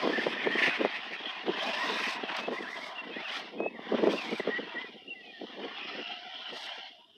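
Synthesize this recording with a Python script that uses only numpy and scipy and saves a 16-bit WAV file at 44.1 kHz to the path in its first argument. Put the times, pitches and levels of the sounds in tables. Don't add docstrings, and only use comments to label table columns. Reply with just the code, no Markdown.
import sys
import numpy as np
from scipy import signal
from scipy.fft import rfft, irfft, next_fast_len
from scipy.io import wavfile
from scipy.ndimage import uniform_filter1d

SR = 44100
rng = np.random.default_rng(int(sys.argv[2]) if len(sys.argv) > 2 else 0)


def volts_from_decibels(level):
    exponent = np.asarray(level, float) / 20
    return 10 ** exponent


def unload_wav(signal):
    wavfile.write(
        sys.argv[1],
        SR,
        np.round(np.clip(np.atleast_2d(signal).T, -1, 1) * 32767).astype(np.int16),
    )


N = 316183


def rms_one(x):
    return x / np.sqrt(np.mean(x ** 2) + 1e-20)


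def in_time(rows):
    time_s, *columns = np.transpose(rows)
    return [np.interp(np.arange(N) / SR, time_s, column) for column in columns]


def drift(rate_hz):
    r = np.exp(-80 * np.pi * rate_hz / SR)
    noise = rng.standard_normal(N // 40 + 2002)
    slow = signal.lfilter([1], [1, -2 * r, r * r], noise)[2000:]
    return np.interp(np.arange(N) / 40, np.arange(len(slow)), rms_one(slow))


def grains(per_s, spread_db, smooth):
    sizes = volts_from_decibels(spread_db * np.minimum(rng.exponential(1, N), 5))
    sizes = sizes * rng.choice([-1, 1], N)
    clicks = sizes * (rng.random(N) < per_s / SR)
    return rms_one(clicks) + smooth * rng.standard_normal(N)


def coloured(x, spectrum, patchy_db, rate_hz, per_octave=5):
    hz, db = np.transpose(spectrum)
    size = next_fast_len(N)
    f = np.fft.rfftfreq(size, 1 / SR)
    shaped = rfft(x, size) * volts_from_decibels(np.interp(np.log(f + 1), np.log(hz), db, left=-90, right=-90))
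    place = per_octave * np.log2((f + 1) / hz[0])
    out = 0
    for k in range(int(per_octave * np.log2(hz[-1] / hz[0])) + 2):
        window = np.cos(np.pi / 2 * np.clip(place - k, -1, 1)) ** 2
        band = irfft(shaped * window, size)[:N]
        out = out + band * volts_from_decibels(patchy_db * drift(rate_hz))
    return rms_one(out)


def resonance(x, hz, width_hz):
    r = np.exp(-np.pi * width_hz / SR)
    poles = [1, -2 * r * np.cos(2 * np.pi * hz / SR), r * r]
    return signal.lfilter(np.array([1, 0, -1]) * (1 - r * r) / 2, poles, x)


def bursts(rows):
    out = np.zeros(N)
    for time_s, db, half_s in rows:
        at = np.arange(max(int((time_s - 6 * half_s) * SR), 0), min(int((time_s + 6 * half_s) * SR), N))
        out[at] += volts_from_decibels(db) * np.exp(-.5 * np.abs((at / SR - time_s) / half_s) ** 2)
    return out


def tones(tables, wobble, rate_hz, flutter_db, edge_s):
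    out = np.zeros(N)
    shake = 1 + wobble * drift(rate_hz)
    flutter = volts_from_decibels(2 * flutter_db * np.tanh(drift(rate_hz) / 2))
    for rows in tables:
        time_s, hz, db = np.transpose(rows)
        at = np.arange(max(int(time_s[0] * SR), 0), min(int(time_s[-1] * SR), N))
        t = at / SR
        fade = np.clip(np.minimum(t - time_s[0], time_s[-1] - t) / edge_s, 0, 1)
        phase = 2 * np.pi * np.cumsum(np.interp(t, time_s, hz) * shake[at]) / SR
        level = np.sqrt(2) * volts_from_decibels(np.interp(t, time_s, db))
        out[at] += level * fade * flutter[at] * np.sin(phase)
    return out


GLIDE_EASE = 0.476


def glides(rows, change_db):
    curves = []
    for start_s, length_s, from_hz, to_hz, db in rows:
        middle_hz = from_hz + GLIDE_EASE * (to_hz - from_hz)
        curves.append([(start_s, from_hz, db),
                       (start_s + length_s / 2, middle_hz, db + change_db / 2),
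                       (start_s + length_s, to_hz, db + change_db)])
    return curves


# (frequency [Hz], relative density [dB per Hz])
NEAR_SPECTRUM = [(760, -14.5), (1300, -3), (1660, -1.5), (1900, 7), (2260, -0.5), (2500, 5.5), (2790, -0.5),
                 (3750, -6), (4200, -38.5), (5460, -32.5), (9240, -120)]


def near_drivetrain():
    return coloured(grains(2500, spread_db=0.0, smooth=0.94), NEAR_SPECTRUM, patchy_db=3.3, rate_hz=8.0, per_octave=10)


# (frequency [Hz], relative density [dB per Hz])
FAR_SPECTRUM = [(500, -33.5), (740, 5.5), (1000, -17.5), (1350, -1.5), (1650, -4), (1950, -37.5),
                (2400, -8), (2750, 0.5), (3300, 3), (3700, -13), (4100, -6), (4600, -19), (5200, -33.5),
                (6000, -41)]


def far_drivetrain():
    body = coloured(rng.standard_normal(N), FAR_SPECTRUM, patchy_db=4.5, rate_hz=11.2, per_octave=10)
    return body * volts_from_decibels(1.72 * drift(49))


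# (frequency [Hz], relative density [dB per Hz])
TYRE_SPECTRUM = [(260, -53.5), (450, -25), (628, 8), (863, 2.5), (997, 8.5), (1450, -6.5), (1700, 2.5),
                 (2210, -48.5), (3740, -120)]


def tyre_roar():
    return coloured(grains(690, spread_db=-3.5, smooth=5.2), TYRE_SPECTRUM, patchy_db=3.5, rate_hz=7.2, per_octave=6)


# (start [s], end [s], level at end [dB])
SPINS = [(0.0, 0.31, -65.5), (0.557, 0.69, -64), (1.63, 2.136, -54.5), (2.383, 2.405, -61),
         (2.538, 2.622, -66), (2.72, 2.75, -62), (2.815, 2.887, -62), (3.315, 3.386, -63),
         (3.45, 3.44, -83), (4.11, 4.154, -57.5), (4.18, 4.396, -61), (6.568, 6.654, -59),
         (6.754, 6.763, -71)]
SPIN_RISE_DB_PER_S, SPIN_BUILD_DB_PER_S, SPIN_FALL_DB_PER_S = 261, 12, 422.5


def wheelspin():
    t = np.arange(N) / SR
    out = 0
    for start_s, end_s, db in SPINS:
        lost_db = SPIN_RISE_DB_PER_S * np.maximum(start_s - t, 0)
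        lost_db = lost_db + SPIN_BUILD_DB_PER_S * np.maximum(end_s - t, 0)
        lost_db = lost_db + SPIN_FALL_DB_PER_S * np.maximum(t - end_s, 0)
        out = out + volts_from_decibels(db - lost_db)
    return out


# (frequency [Hz], relative density [dB per Hz])
SPRAY_SPECTRUM = [(2060, -41), (3500, 3), (3750, 1.5), (4280, -3), (4700, -2), (5250, -4), (5660, -9),
                  (6270, -18.5), (7200, -50.5), (9360, -56), (15800, -120)]
GRIT_SPECTRUM = [(4000, -28.5), (6800, 4.5), (7400, 2.5), (8130, -4.5), (9240, -11), (10100, -13.5),
                 (11100, -11), (12000, -17.5), (15500, -25)]
SPRAY_NEAR_DB, SPRAY_FAR_DB, GRIT_NEAR_DB = -22, -12.5, -32.5
SPIN_SPRAY_DB = 8.5


def thrown_soil(near_db, far_db):
    spin = wheelspin()
    thrown = grains(4000, spread_db=4.0, smooth=2.0)
    spray = coloured(thrown, SPRAY_SPECTRUM, patchy_db=1.5, rate_hz=4.9, per_octave=12)
    grit = coloured(thrown, GRIT_SPECTRUM, patchy_db=2.5, rate_hz=6, per_octave=16)
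    grit = grit * volts_from_decibels(1.2 * drift(25))
    spray_level = volts_from_decibels(near_db + SPRAY_NEAR_DB) + volts_from_decibels(far_db + SPRAY_FAR_DB) + volts_from_decibels(SPIN_SPRAY_DB) * spin
    grit_level = volts_from_decibels(near_db + GRIT_NEAR_DB) + spin
    return spray * spray_level + grit * grit_level


# (time [s], near drivetrain [dB], far drivetrain [dB], tyre roar [dB])
TRUCK_LEVELS = [(0.0, -40.5, -46.5, -41), (0.5, -37, -48.5, -47), (0.64, -34, -49, -42.5),
                (0.74, -34, -46, -42.5), (1.0, -42, -47, -50), (1.42, -43, -47.5, -49),
                (1.62, -40.5, -42, -37.5), (2.05, -36.5, -54.5, -41.5), (2.23, -43.5, -46, -45),
                (2.8, -48, -58, -44.5), (3.11, -49.5, -52, -51.5), (3.37, -40.5, -42, -46),
                (3.57, -60.5, -57, -61.5), (3.75, -54, -66, -58), (3.95, -43.5, -45.5, -43),
                (4.39, -45.5, -47.5, -50.5), (4.8, -47, -51.5, -51.5), (5.1, -60.5, -60, -66.5),
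                (5.57, -50, -49.5, -54), (5.87, -46, -46.5, -53.5), (6.23, -52.5, -47, -62),
                (6.63, -47, -43.5, -47.5), (6.85, -51, -46, -56.5), (7.05, -63.5, -63.5, -62.5),
                (7.17, -70, -62, -65.5)]


def rolling():
    near_db, far_db, tyre_db = in_time(TRUCK_LEVELS)
    shake = volts_from_decibels(1.4 * drift(38))
    drivetrains = volts_from_decibels(near_db) * near_drivetrain() + volts_from_decibels(far_db) * far_drivetrain()
    return shake * (drivetrains + volts_from_decibels(tyre_db) * tyre_roar() + thrown_soil(near_db, far_db))


# (time [s], pitch [Hz], level [dB])
WHINE = [
    [(0.08, 1850, -53), (0.14, 1770, -36), (0.2, 1737, -36), (0.26, 1850, -54), (0.42, 1850, -40),
     (0.52, 1770, -46)],
    [(1.73, 1872, -45), (1.78, 1792, -42), (1.85, 1890, -44), (1.95, 1960, -55), (2.045, 1860, -45),
     (2.095, 2050, -42)],
    [(2.53, 1916, -40), (2.56, 1800, -52), (2.588, 2130, -42), (2.603, 1922, -60), (2.622, 2080, -36),
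     (2.655, 1482, -51), (2.705, 1940, -45.5), (2.745, 2050, -41.5), (2.785, 1837, -49.5),
     (2.838, 2170, -43), (2.9, 2150, -52)],
    [(3.25, 1388, -49), (3.29, 1980, -49), (3.315, 2080, -34), (3.335, 2220, -43), (3.37, 2420, -52)],
    [(3.29, 3070, -44), (3.305, 2950, -44), (3.322, 3170, -43), (3.342, 2740, -45)],
    [(4.01, 1981, -54), (4.065, 1883, -45), (4.12, 2330, -45), (4.18, 2740, -43), (4.28, 2100, -44),
     (4.31, 2420, -45), (4.39, 2280, -45), (4.41, 2000, -28)],
]
STEADY_WHINE = [
    [(4.485, 1502, -57), (4.515, 1948, -36), (4.58, 1926, -35.5), (4.6, 2040, -58), (4.61, 1880, -51),
     (4.655, 1905, -48)],
    [(4.745, 1980, -50), (4.772, 1858, -35), (4.79, 1980, -35), (4.805, 2060, -49), (4.835, 2010, -43),
     (4.875, 1860, -50)],
]


def gear_whine():
    held = tones(WHINE, wobble=0.024, rate_hz=90, flutter_db=3.5, edge_s=0.006)
    held = held * (0.8 + 0.6 * drift(70))
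    return held + tones(STEADY_WHINE, wobble=0.014, rate_hz=45, flutter_db=1.8, edge_s=0.006)


# (start [s], length [s], from [Hz], to [Hz], start level [dB])
BLIPS = [(0.52, 0.063, 3130, 3180, -40), (3.11, 0.056, 3180, 3400, -50), (0.7, 0.064, 1705, 1220, -42),
         (1.525, 0.065, 1486, 2250, -44), (1.6, 0.022, 3000, 3320, -38.5),
         (1.632, 0.026, 3500, 4050, -43.5), (2.62, 0.018, 3520, 3120, -50), (2.66, 0.039, 3170, 3620, -52),
         (3.15, 0.075, 1730, 2340, -44), (3.243, 0.04, 2850, 2420, -43)]


def throttle_blips():
    return tones(glides(BLIPS, change_db=-2), wobble=0.016, rate_hz=70, flutter_db=3.0, edge_s=0.005)


# (time [s], centre [Hz], level [dB])
HOWL = [
    [(0.0, 4770, -47), (0.15, 4540, -55), (0.3, 4900, -57)],
    [(0.05, 2990, -47), (0.2, 3350, -52), (0.3, 3200, -53)],
    [(1.45, 3090, -46), (1.62, 3145, -43), (1.78, 3100, -42)],
    [(1.7, 2800, -39), (1.87, 2700, -44), (2.03, 2610, -47), (2.17, 2550, -42)],
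    [(1.75, 3450, -50), (1.95, 3710, -40), (2.2, 3720, -63)],
    [(1.62, 5000, -59), (1.8, 5060, -48), (2.02, 5300, -56), (2.15, 5140, -61)],
    [(5.7, 5100, -68), (5.9, 5140, -56.5), (6.1, 5220, -61), (6.3, 5100, -77)],
    [(5.3, 3280, -55.5), (5.7, 3230, -61), (6.1, 3390, -75), (6.45, 3370, -50)],
    [(5.7, 2890, -53), (5.95, 2783, -46.5), (6.13, 2820, -42.5), (6.25, 3003, -54.5), (6.4, 3150, -43.5),
     (6.5, 2940, -53), (6.7, 3000, -51)],
    [(5.75, 2470, -53), (5.87, 2550, -44), (5.98, 2420, -54)],
    [(5.55, 1063, -56.5), (5.85, 1160, -54.5), (6.1, 1354, -60), (6.35, 1368, -60)],
]
HOWL_WIDTH_SHARE = .075


def howl():
    out = 0
    for band in HOWL:
        centre = tones([band], wobble=0.00654, rate_hz=24.6, flutter_db=1.5, edge_s=0.029)
        out = out + centre * drift(HOWL_WIDTH_SHARE * band[0][1])
    return out


# (time [s], pitch [Hz], level [dB])
HUM = [
    [(6.0, 698, -58), (6.3, 746.6, -53), (6.5, 775, -72), (6.9, 778, -69)],
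]


def far_hum():
    return tones(HUM, wobble=0.0286, rate_hz=52.0, flutter_db=5.5, edge_s=0.025)


# (time [s], rattle level [dB], Gaussian deviation [s])
BUMPS = [(.595, -26.5, 0.009), (0.635, -23.5, 0.012), (0.67, -24.5, 0.011), (0.694, -28.5, 0.0036),
         (0.754, -32, 0.012), (0.961, -36, 0.022), (1.14, -38, 0.015)]
# (frequency [Hz], relative density [dB per Hz])
RATTLE_SPECTRUM = [(500, -15), (900, -24), (1550, -39), (1750, 6.5), (2100, 3), (2400, 0), (2800, 0.5),
                   (3100, -14), (4700, -18), (9000, -43)]
# (time [s], level [dB], Gaussian deviation [s])
STONES = [(2.368, -34.5, 0.0015)]
CRACK_DB = -21


def landings():
    rattle = coloured(grains(3000, spread_db=2.5, smooth=0.9), RATTLE_SPECTRUM, patchy_db=1.0, rate_hz=10, per_octave=3)
    crack = rms_one(resonance(resonance(rng.standard_normal(N), 3900, 2800), 3900, 2800))
    return bursts(BUMPS) * (rattle + volts_from_decibels(CRACK_DB) * crack) + bursts(STONES) * crack


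# (time [s], level [dB], Gaussian deviation [s])
SCRAPES = [(2.296, -32.5, 0.0054), (2.317, -36, 0.008), (2.35, -31.5, 0.005), (2.368, -35.5, 0.0084),
           (2.393, -33.5, 0.0087)]
# (frequency [Hz], relative density [dB per Hz])
SCRAPE_SPECTRUM = [(500, -4), (900, 1.5), (1500, 0), (3000, -2.5), (4000, -12), (9000, -44)]


def scrapes():
    noise = coloured(grains(2500, spread_db=2.5, smooth=0.6), SCRAPE_SPECTRUM, patchy_db=1.5, rate_hz=30, per_octave=2)
    return bursts(SCRAPES) * noise


def trucks():
    gears = gear_whine() + throttle_blips() + howl() + far_hum()
    return rolling() + gears + landings() + scrapes()


# (time after phrase start [s], length [s], from [Hz], to [Hz], start level [dB])
PHRASE = [(0.0, 0.029, 2700, 3040, -39.5), (0.026, 0.039, 2774, 2726, -34.5),
          (0.076, 0.077, 2054, 1884, -48), (.152, .09, 2620, 2410, -45), (0.258, 0.06, 1880, 1770, -47.5)]
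# (time [s], level offset [dB])
PHRASES = [(2.952, -3), (5.075, -2.5)]
# (start [s], length [s], from [Hz], to [Hz], start level [dB])
WHISTLES = [(2.392, 0.077, 2540, 2630, -49), (3.58, .11, 2514, 2610, -47.5),
            (3.73, 0.047, 2250, 1790, -55.5)]
PHRASE_FADE_DB, WHISTLE_SWELL_DB = -4, 10


def songbird():
    sung = []
    for start_s, offset_db in PHRASES:
        for after_s, length_s, from_hz, to_hz, db in PHRASE:
            sung.append((start_s + after_s, length_s, from_hz, to_hz, offset_db + db))
    curves = glides(sung, PHRASE_FADE_DB) + glides(WHISTLES, WHISTLE_SWELL_DB)
    notes = tones(curves, wobble=.001, rate_hz=40, flutter_db=.5, edge_s=.005)
    return notes + volts_from_decibels(-16.0) * np.roll(notes, int(.055 * SR))


# (time [s], level [dB])
BREEZE = [(0.0, -46), (0.32, -47), (0.68, -41), (0.96, -54.5), (1.26, -54), (1.52, -47.5), (2.93, -55.5),
          (3.47, -58), (4.01, -48), (4.51, -52), (4.65, -51.5), (5.35, -62), (5.79, -52), (6.17, -65.5),
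          (6.65, -66), (7.17, -73)]
# (time [s], level [dB], Gaussian deviation [s])
BUFFETS = [(0.058, -26.5, 0.019), (0.1, -25, 0.0088), (0.131, -29.5, 0.0068), (0.184, -24, 0.0068),
           (0.27, -25.5, 0.0087), (0.469, -25.5, 0.011), (0.558, -26, 0.0048), (0.589, -29, 0.002),
           (0.62, -29, 0.0022), (0.811, -24.5, 0.013), (0.85, -24, 0.0088), (1.49, -27.5, 0.017),
           (1.496, -23, 0.0032), (1.905, -33.5, 0.015), (2.237, -30.5, 0.0056), (2.484, -28, 0.0068),
           (2.523, -29.5, 0.015), (2.608, -29, 0.0025), (3.072, -36, 0.0031), (3.108, -39, 0.018),
           (3.168, -30.5, 0.0031), (3.555, -40, 0.025), (3.608, -30.5, 0.0045), (3.63, -32.5, 0.032),
           (3.664, -24.5, 0.0037), (3.793, -29, 0.0018), (3.925, -23, 0.0074), (3.946, -19.5, 0.0069),
           (3.995, -27.5, 0.014), (4.036, -19, 0.0078), (4.079, -20.5, 0.02), (4.134, -32.5, 0.032),
           (4.141, -29, 0.0018), (4.329, -25, 0.011), (4.403, -25, 0.0036), (4.476, -18, 0.0023),
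           (4.493, -23.5, 0.0064), (4.595, -29, 0.0083), (4.846, -38, 0.0028), (5.417, -32.5, 0.0038),
           (5.439, -35, 0.0093), (5.596, -39.5, 0.02), (5.649, -35, 0.02), (5.953, -35, 0.0035),
           (5.994, -36.5, 0.016), (6.532, -39.5, 0.011), (6.782, -44.5, 0.0041)]
# (frequency [Hz], relative density [dB per Hz])
EDDY_SPECTRUM = [(65, -61.5), (110, -19), (217, -2), (464, -4.5), (572, -14), (621, -13), (1800, -42),
                 (2340, -51.5), (3960, -120)]
EDDY_GAIN = 0.41
CORE_DB, CORE_SHARE = -6, 0.58
CORE_CUT_HZ = 273


def wind():
    lumps = coloured(rng.standard_normal(N), EDDY_SPECTRUM, patchy_db=-0.5, rate_hz=60, per_octave=2)
    lumps = lumps / np.sqrt(uniform_filter1d(lumps ** 2, size=300))
    hard = signal.sosfilt(signal.butter(2, CORE_CUT_HZ, "high", fs=SR, output="sos"), lumps)
    hard = hard / np.sqrt(uniform_filter1d(hard ** 2, size=120))
    breeze = volts_from_decibels(in_time(BREEZE)[0] + 12.3 * np.tanh(0.7 * drift(29)))
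    cores = bursts((time_s, db + CORE_DB, CORE_SHARE * half_s) for time_s, db, half_s in BUFFETS)
    return lumps * (breeze + EDDY_GAIN * bursts(BUFFETS)) + hard * cores


def rumble():
    low = resonance(resonance(rng.standard_normal(N), 90, 60), 90, 60)
    return volts_from_decibels(-40.5 + 0.29 * in_time(BREEZE)[0]) * low


# (time [s], peak level [dB])
POPS = [(0.074, -15), (0.267, -14.5), (0.471, -16.5), (0.813, -18), (0.849, -11), (0.858, -18.5),
        (1.482, -20.5), (2.237, -27.5), (2.484, -23), (3.603, -20.5), (3.921, -23.5), (3.986, -24),
        (4.039, -16), (4.072, -13), (4.136, -19.5), (4.326, -24), (4.397, -25), (4.471, -24), (5.417, -34)]
POP_HZ, POP_WIDTH_HZ = 445, 335


def pops():
    time_s, db = np.transpose(POPS)
    clicks = np.zeros(N)
    clicks[(time_s * SR).astype(int)] = volts_from_decibels(db) * rng.choice([-1, 1], len(time_s))
    unit = np.zeros(SR // 20)
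    unit[0] = 1
    ring = resonance(resonance(unit, POP_HZ, POP_WIDTH_HZ), POP_HZ, POP_WIDTH_HZ)
    return signal.fftconvolve(clicks, ring / np.abs(ring).max())[:N]


# (frequency [Hz], relative density [dB per Hz])
FIELD_SPECTRUM = [(120, -38), (200, -24), (1450, -25), (1730, -14.5), (2740, -20), (3690, 20), (7000, -39),
                  (9100, -66), (15400, -120)]
FIELD_DB = -66.5


def field_hush():
    return volts_from_decibels(FIELD_DB) * coloured(rng.standard_normal(N), FIELD_SPECTRUM, patchy_db=0.5, rate_hz=4.8, per_octave=2)


def scene():
    return (trucks() + songbird() + wind() + pops() + field_hush())[None]


# (frequency [Hz], width [Hz])
PORT_NOTCHES = [(7130, 1800), (9550, 320)]


def port(x):
    for hz, width_hz in PORT_NOTCHES:
        x = x - 0.87 * resonance(x, hz, width_hz)
    return x


# (centre [Hz], width [Hz], level per bin at LEARNED_AT_S [dB])
LEARNED = [(1268, 160, -80.5), (1380, 920, -69), (1770, 140, -94), (2250, 210, -78), (2550, 130, -55.5),
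           (3850, 230, -73.5), (4150, 760, -85.5), (5570, 150, -99.5), (10500, 10000, -110)]
LEARNED_AT_S, LEARNING_DB_PER_S = 6.0, 1.8


def suppress(x, floor_db):
    hz, time_s, bins = signal.stft(x, SR, nperseg=1024, noverlap=768)
    power = uniform_filter1d(np.abs(bins) ** 2, size=13, axis=-1) + 1e-18
    learned = 0
    for centre_hz, width_hz, db in LEARNED:
        learned = learned + volts_from_decibels(db) ** 2 * np.exp(-(2 * (hz - centre_hz) / width_hz) ** 2)
    sure = volts_from_decibels(LEARNING_DB_PER_S * (time_s - LEARNED_AT_S)) ** 2
    gain = np.sqrt(np.maximum(1 - learned[:, None] * sure / power, volts_from_decibels(floor_db) ** 2))
    return signal.istft(bins * gain, SR, nperseg=1024, noverlap=768)[1][..., :N]


HISS_DB, HISS_TOP_HZ = -83, 13200


def converter_hiss():
    lowpass = signal.cheby2(14, 40, HISS_TOP_HZ, fs=SR, output="sos")
    return volts_from_decibels(HISS_DB) * signal.sosfilt(lowpass, rng.standard_normal(N))


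def band_limit(x):
    return signal.sosfilt(signal.butter(12, 15630, fs=SR, output="sos"), x)


LOW_CUT_HZ = 185


def record(dry):
    low_cut = signal.butter(4, LOW_CUT_HZ, "high", fs=SR, output="sos")
    cut = signal.sosfilt(low_cut, port(dry))
    cleaned = suppress(cut, floor_db=-14)
    mix = cleaned + rumble() + converter_hiss()
    return band_limit(mix)


dry = scene()
out = record(dry)
unload_wav(out)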